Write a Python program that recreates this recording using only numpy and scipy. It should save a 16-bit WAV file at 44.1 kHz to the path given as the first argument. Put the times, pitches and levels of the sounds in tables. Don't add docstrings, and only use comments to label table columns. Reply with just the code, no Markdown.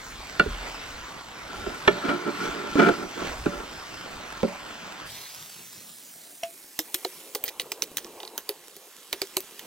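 import sys
import numpy as np
from scipy import signal
from scipy.io import wavfile
from scipy.ndimage import uniform_filter1d

SR = 44100
rng = np.random.default_rng(int(sys.argv[2]) if len(sys.argv) > 2 else 0)


def wrap_up_sound(samples):
    columns = np.atleast_2d(samples).T
    tamed = np.clip(columns, -1, 1)
    steps = np.round(tamed * 32767).astype(np.int16)
    wavfile.write(sys.argv[1], SR, steps)


def ratio_of_db(decibels):
    return 10 ** (np.asarray(decibels, float) / 20)


N = 426006

# time in seconds, speed factor. Pitches below are slow-motion pitches unless called "heard".
SPEED = [(0, 1.003), (5.06, 0.98), (5.12, 2.9), (5.7, 4.86), (6.3, 6.8), (6.79, 8.97), (7.4, 10.86),
         (9.7, 10.33)]
# pitch in Hz, likeness of the noise at both ports (0 to 1), left lead in radians,
# left minus right in dB.
PORTS = [(110, 1, -0.23, 0), (227, 0.9, -0.76, 0), (313, 0.73, 1.04, -3.5), (495, 0.86, 1.03, -8),
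         (920, 1, -0.55, -1), (1283, 0.98, 1.4, 1), (1800, 0, -2.3, -3), (3240, 0.88, -0.84, 1),
         (4700, 0.84, -1.3, -0.5), (10800, 1, -1.98, 0.5)]
# pitch in Hz, relative level in dB, time to fade by 60 dB in slow-motion seconds.
WOK = [(186.3, -11.5, 0.25), (225.3, -9.5, 0.17), (295.2, -5.5, 0.12), (355.5, -4, 0.096),
       (409.5, -1, 0.067), (584.6, -15, 0.45), (685, -12, 0.084), (878, -10, 0.055), (1040, -8.5, 0.018),
       (1375, 2, 0.071), (1448, 0, 0.038), (1800, -10.5, 0.022), (2315, -3.5, 0.062), (2900, -4.5, 0.019)]
CROWD_SIZE = 48
TOP_HZ = 15950


def evened(x):
    return x / np.sqrt(np.mean(np.abs(x) ** 2) + 1e-20)


def curve(points, s):
    return np.interp(s, *np.transpose(points))


def read(points, hz, axis=1):
    columns = np.transpose(points)
    return np.interp(np.log(hz + 1), np.log(columns[0] + 1), columns[axis])


def low_passed(x, hz):
    taps = signal.firwin(1023, hz, window=("kaiser", 12), fs=SR)
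    return signal.oaconvolve(x, taps[None], "same")


def add(mix, s, sound):
    part = mix[:, round(s * SR):][:, :sound.shape[1]]
    part += sound[:, :part.shape[1]]


def ports(hz):
    left = ratio_of_db(read(PORTS, hz, axis=3) / 2) * np.exp(.5j * read(PORTS, hz, axis=2))
    return np.array([left, 1 / left])


def wash(spectrum, level_db, patchy_db, flicker_db, treble=0):
    # time in seconds, change at 12 kHz heard in dB.
    treble_db = [(5.06, 2.5), (6.1, 6), (8, -7)]
    size = 2048
    hop = size // 4
    frames = N // hop + 5
    s = np.arange(frames) * hop / SR
    speed = curve(SPEED, s)
    hz = np.fft.rfftfreq(size, 1 / SR)[:, None] / speed
    heard_hz = hz * speed

    a, b, c, d, patches = rng.standard_normal((frames, size // 2 + 1, 5)).T
    patches = uniform_filter1d(uniform_filter1d(patches, size=24, axis=0), size=6, axis=1)
    patches = evened(patches)
    likeness = np.clip(read(PORTS, hz), 0, 1)
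    shared, own = a + 1j * b, c + 1j * d
    stereo = np.array([shared, likeness * shared + np.sqrt(1 - likeness ** 2) * own])

    tilt_db = treble * curve(treble_db, s) * heard_hz / 12000
    colour = ratio_of_db(read(spectrum, hz) + tilt_db) * (heard_hz < TOP_HZ)
    colour /= np.sqrt((colour ** 2).mean(0))
    spectra = stereo * ports(hz) * colour * ratio_of_db(patchy_db * patches)
    noise = signal.istft(spectra, nperseg=size, noverlap=size - hop)[1]

    swells = evened(uniform_filter1d(rng.exponential(1, N) ** 3, size=90))
    level = level_db + flicker_db * np.minimum(swells - 1, 4)
    return evened(noise[:, :N]) * ratio_of_db(level)


def frying():
    # pitch in Hz, relative level in dB per Hz.
    sizzle = [(50, -37), (100, -9), (315, -5), (430, -8), (700, -6), (1330, -4), (2310, -8.5),
              (4100, -13.5), (6000, -16.5), (9700, -22)]
    # time in seconds, level in dB.
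    sizzle_db = [(0, -42), (0.7, -36), (1.3, -41), (1.7, -37.5), (3.05, -40), (4.2, -38.5), (4.95, -39.5),
                 (5.6, -44.5), (6.35, -47.5), (7.55, -52.5), (8.6, -52), (9.3, -49), (9.64, -48)]
    # middle in seconds, rise in dB, half-width in seconds (rise down to 37 %).
    flares = [(2.05, 3, 0.15), (2.451, 7, 0.11), (2.85, 6.5, 0.2), (3.252, 7, 0.089), (7.1, 5.5, 0.26)]
    t = np.arange(N) / SR
    flare_db = sum(db * np.exp(-((t - s) / width) ** 2) for s, db, width in flares)
    noise = wash(sizzle, curve(sizzle_db, t) + flare_db, patchy_db=2.0, flicker_db=3.0, treble=1)
    return low_passed(noise, TOP_HZ)


def burner():
    # pitch in Hz, relative level in dB per Hz.
    rumble = [(8, -30), (20, -15), (40, -5), (60, -12), (100, -14), (160, -29.5)]
    # time in seconds, level in dB.
    rumble_db = [(0, -41.5), (0.5, -47), (1.3, -55), (1.7, -43.5), (2.2, -57.5), (3.4, -42), (5.05, -58),
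                 (6.7, -58), (7.2, -50.5), (8.15, -46.5), (9, -58.5), (9.64, -51.5)]
    t = np.arange(N) / SR
    return wash(rumble, curve(rumble_db, t), patchy_db=3.5, flicker_db=2.5)


def ring(speed, bright_db, place, crowd_db=0, favour_hz=None, deep_db=0, length=.6):
    # pitch in Hz, relative level in dB, time to fade by 60 dB in slow-motion seconds.
    crowd_rows = [(42.6, -23.5, 0.5), (160, -12, 0.1), (422, -4.5, 0.097), (846, -2.5, 0.026),
                  (1410, -3, 0.051), (3030, -4, 0.038), (6723, -18, 0.01)]
    favour_db, favour_octaves = 9.5, 0.17
    dull_hz, dull_db_per_khz = 11170, 1.5

    crowd = np.geomspace(crowd_rows[0][0], crowd_rows[-1][0], CROWD_SIZE)
    crowd = crowd * np.exp(0.068 * place[1, :CROWD_SIZE, 0])
    crowd_level = read(crowd_rows, crowd) + crowd_db
    crowd_fade = read(crowd_rows, crowd, axis=2)
    rows = np.vstack([np.transpose([crowd, crowd_level, crowd_fade]), WOK])
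    hz, db, t60 = rows.T[:, :, None]
    t = np.arange(round(length * SR / speed)) / SR * speed

    db = db + bright_db * np.log2(np.maximum(hz, 450) / 450) + 2 * place[0]
    db = db - dull_db_per_khz * np.maximum(hz * speed - dull_hz, 0) / 1000
    db = db + deep_db * np.clip(np.log2(160 / hz), 0, 1)
    if favour_hz:
        db = db + favour_db * np.exp(-(np.log2(hz / favour_hz) / favour_octaves) ** 2)

    sign = np.sign(place[1])
    sign[:CROWD_SIZE, 0] = (-1) ** np.arange(CROWD_SIZE)
    modes = sign * ratio_of_db(db) * np.exp((2j * np.pi * hz - np.log(1000) / t60) * t)
    stereo = (ports(hz) * modes * (hz * speed < TOP_HZ)).sum(1).imag
    small_pan = signal.butter(1, 15 * speed, "high", fs=SR)
    return signal.lfilter(*small_pan, stereo)


def slips(count, per_sample, spread_db):
    size_db = spread_db * np.minimum(rng.exponential(1, count), 4)
    size = ratio_of_db(size_db) * rng.choice([-1., 1.], count)
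    return evened(size * (rng.random(count) < per_sample))


def thump(hz, t60, rise):
    t = np.arange(round(t60 * SR)) / SR
    wave = (1 - np.exp(-t / rise)) * ratio_of_db(-60 * t / t60) * np.sin(2 * np.pi * hz * t)
    return wave * np.ones((2, 1))


def rock_pan(out, s, db, speed, place):
    # pitch in Hz, relative level in dB, both before the random change at each blow.
    stand = [(33, -12), (39.33, -2), (52, -10.5)]
    for (hz, rock_db), loose, lean in zip(stand, place[0, :, 0], place[1, :, 0]):
        rock = thump(hz * speed * np.exp(0.08 * loose), 0.72 / speed, 0.12 / speed)
        add(out, s, ratio_of_db(db + rock_db + 2.6 * lean) * rock)


def blows():
    # start in seconds, peak in dB of tap and rattle, thump of the pan on its stand in relative dB,
    # brightness in dB per octave, pitch in Hz that the struck place favours.
    blow_rows = [(0.393, -3, -29, 1, 1570), (0.457, -21, 0.5, -15, 446), (1.661, -20, -24, -4, 367),
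                 (1.874, -3, -37, 0.5, 1800), (2.087, -17, -35.5, -1, 1390), (2.752, -13, -35, -6, 300),
                 (2.887, -12.5, -35, -6, 1420), (3.456, -11.5, -33, -4.5, 191), (4.428, -10, -40, -9, 520),
                 (6.433, -20, -29, 0, 327), (6.789, -8.5, -14, -1, 550), (6.942, -6.5, -28, 4.5, 1110),
                 (6.9455, -13, -17, 1, 1100), (7.047, -16, 0, -8, 149), (7.348, -12.5, -14, 2.5, 1130),
                 (7.3515, -15, -3, 2, 243), (7.438, -9, -25, 6, 1140), (7.478, -19, -20, -1, 550),
                 (7.596, -12.5, -12.5, -6, 535), (7.717, -14, -13, 3.5, 505), (7.82, -10, -16.5, -1, 535),
                 (7.969, -10.5, -30, 4, 600), (7.98, -19, -27, -9, 630), (8.044, -27, -12, -3, 500),
                 (8.201, -26.5, -4, -5, 296), (8.23, -29, -1, -15, 328), (8.249, -30, -11, -6, 400),
                 (8.275, -27.5, -9, -4, 400), (8.377, -13, -18, 1, 168), (8.49, -11.5, -4, 1, 1056),
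                 (8.764, -28.5, -6, 5, 1100), (9.127, -11, -7, 2, 213), (9.216, -10.5, -6, 3.5, 465),
                 (9.367, -6.5, -8, 0.5, 1220), (9.403, -21.5, -27, 10, 503), (9.592, -24, -26, 2.5, 278)]
    # time in seconds, relative level in dB.
    drag_db = [(5, -32), (6.4, -17.5)]
    out = np.zeros((2, N))
    places = rng.standard_normal((len(blow_rows), 2, CROWD_SIZE + len(WOK), 1))
    for (s, db, thump_db, bright_db, favour_hz), place in zip(blow_rows, places):
        speed = curve(SPEED, s)
        tap = round(SR * (.0015 + .002 / speed))
        t = (np.arange(round(.6 * SR / speed)) - tap) / SR * speed

        rattle = slips(len(t), 0.013 * speed, spread_db=3.0) / np.sqrt(SR / speed / 1000)
        rattle = rattle * ratio_of_db(-10 * (t < 0))
        drive = rattle * ratio_of_db(-12.5 - 60 * abs(t) / 0.07)
        drive[tap] = 1

        steel = ring(speed, bright_db, place, favour_hz=favour_hz, deep_db=thump_db + 14.5)
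        steel /= np.abs(steel.mean(0)).max()
        crack = ratio_of_db(-5 - 60 * t / 0.0034) * (t >= 0)
        struck = signal.fftconvolve(drive[None], steel, axes=1)
        struck[:, :len(t)] += crack
        add(out, s, ratio_of_db(db) * struck / np.abs(struck.mean(0)).max())

        pressed = steel * ratio_of_db(-60 * (t - t[0]) / 0.03)
        drag = rattle * ratio_of_db(curve(drag_db, s) - 60 * abs(t) / 1.0)
        scrape = low_passed(signal.fftconvolve(drag[None], pressed, axes=1), TOP_HZ)
        add(out, s, ratio_of_db(db) * scrape)
        rock_pan(out, s + tap / SR, db + thump_db, speed, place)
    knock_handle(out)
    return low_passed(out, 16600)


def strokes():
    # start in seconds, time held in seconds, level in dB before judder,
    # level of the edge sound in dB relative to the body sound.
    stroke_rows = [(1.5, 0.27, -46.5, 1.5), (1.92, 0.89, -42, -1), (2.045, 0.098, -30, -4),
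                   (2.26, .012, -27, -14), (2.405, 0.05, -31, -4), (2.638, 0.013, -34.5, -11),
                   (2.784, 0.091, -17.5, -7), (2.95, 0.087, -37.5, -13), (3.17, 0.048, -34.5, -15),
                   (3.501, 0.11, -40.5, -2.5), (7.455, 0.017, -41, -1), (7.484, .011, -37.5, -2),
                   (7.602, 0.017, -42.5, 1), (7.827, 0.013, -39.5, 2)]
    press_rate, lift_rate = 906, 283
    out = np.zeros((2, N))
    places = 0.17 * rng.standard_normal((len(stroke_rows), 2, CROWD_SIZE + len(WOK), 1))
    for (start, held, db, edge_db), place in zip(stroke_rows, places):
        speed = curve(SPEED, start)
        lead = 60 / press_rate / speed
        t = np.arange(-lead, held + 60 / lift_rate / speed, 1 / SR)
        press_db = speed * (press_rate * np.minimum(t, 0) - lift_rate * np.maximum(t - held, 0))
        wobble = uniform_filter1d(rng.standard_normal(len(t)), size=round(700 / speed))
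        judder_db = 2.5 * evened(wobble)
        place[1, CROWD_SIZE:] = 1

        body = (db, -5, -12.5, 185, .1)
        edge = (db + edge_db, -2.2, -8, 800, .5)
        for level_db, bright_db, crowd_db, low_hz, width in (body, edge):
            steel = ring(speed, bright_db, place, crowd_db=crowd_db, length=.25)
            low_cut = signal.butter(4, low_hz * speed, "high", fs=SR, output="sos")
            steel = signal.sosfilt(low_cut, steel)
            pressed = steel * ratio_of_db(-60 * np.arange(steel.shape[1]) / SR * speed / 0.29)
            pressed = pressed / np.linalg.norm(pressed.mean(0))
            middle = slips(len(t), .025 * speed, spread_db=3.0)
            wide = slips(len(t), 0.022 * speed, spread_db=1.5)
            drive = np.array([middle + width * wide, middle - width * wide])
            drive = drive * ratio_of_db(level_db + press_db + judder_db)
            add(out, start - lead, signal.fftconvolve(drive, pressed, axes=1))
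    return low_passed(out, TOP_HZ)


def knock_handle(out):
    # heard pitch in Hz, level in dB, time to fade by 60 dB in seconds.
    handle = [(673, -22.5, 0.15), (2710, -35, 0.047), (5670, -26.5, 0.031)]
    for hz, db, t60 in handle:
        add(out, 6.431, ratio_of_db(db) * thump(hz, t60, 0.0016))


def scene():
    return frying() + burner() + blows() + strokes()


def slow_motion(dry):
    slow_end_s, edge_hz = 5.06, 9700
    at = np.arange(N)
    lines = np.array([np.interp(at, at[::2], channel[::2]) for channel in low_passed(dry, edge_hz)])
    slow = np.clip((slow_end_s - at / SR) / .004, 0, 1)
    return slow * low_passed(lines, TOP_HZ) + (1 - slow) * dry


def roll_off(x):
    return signal.sosfilt(signal.butter(12, 17140, fs=SR, output="sos"), x)


def record(dry):
    mix = slow_motion(dry)
    return roll_off(mix)


dry = scene()
out = record(dry)
wrap_up_sound(out)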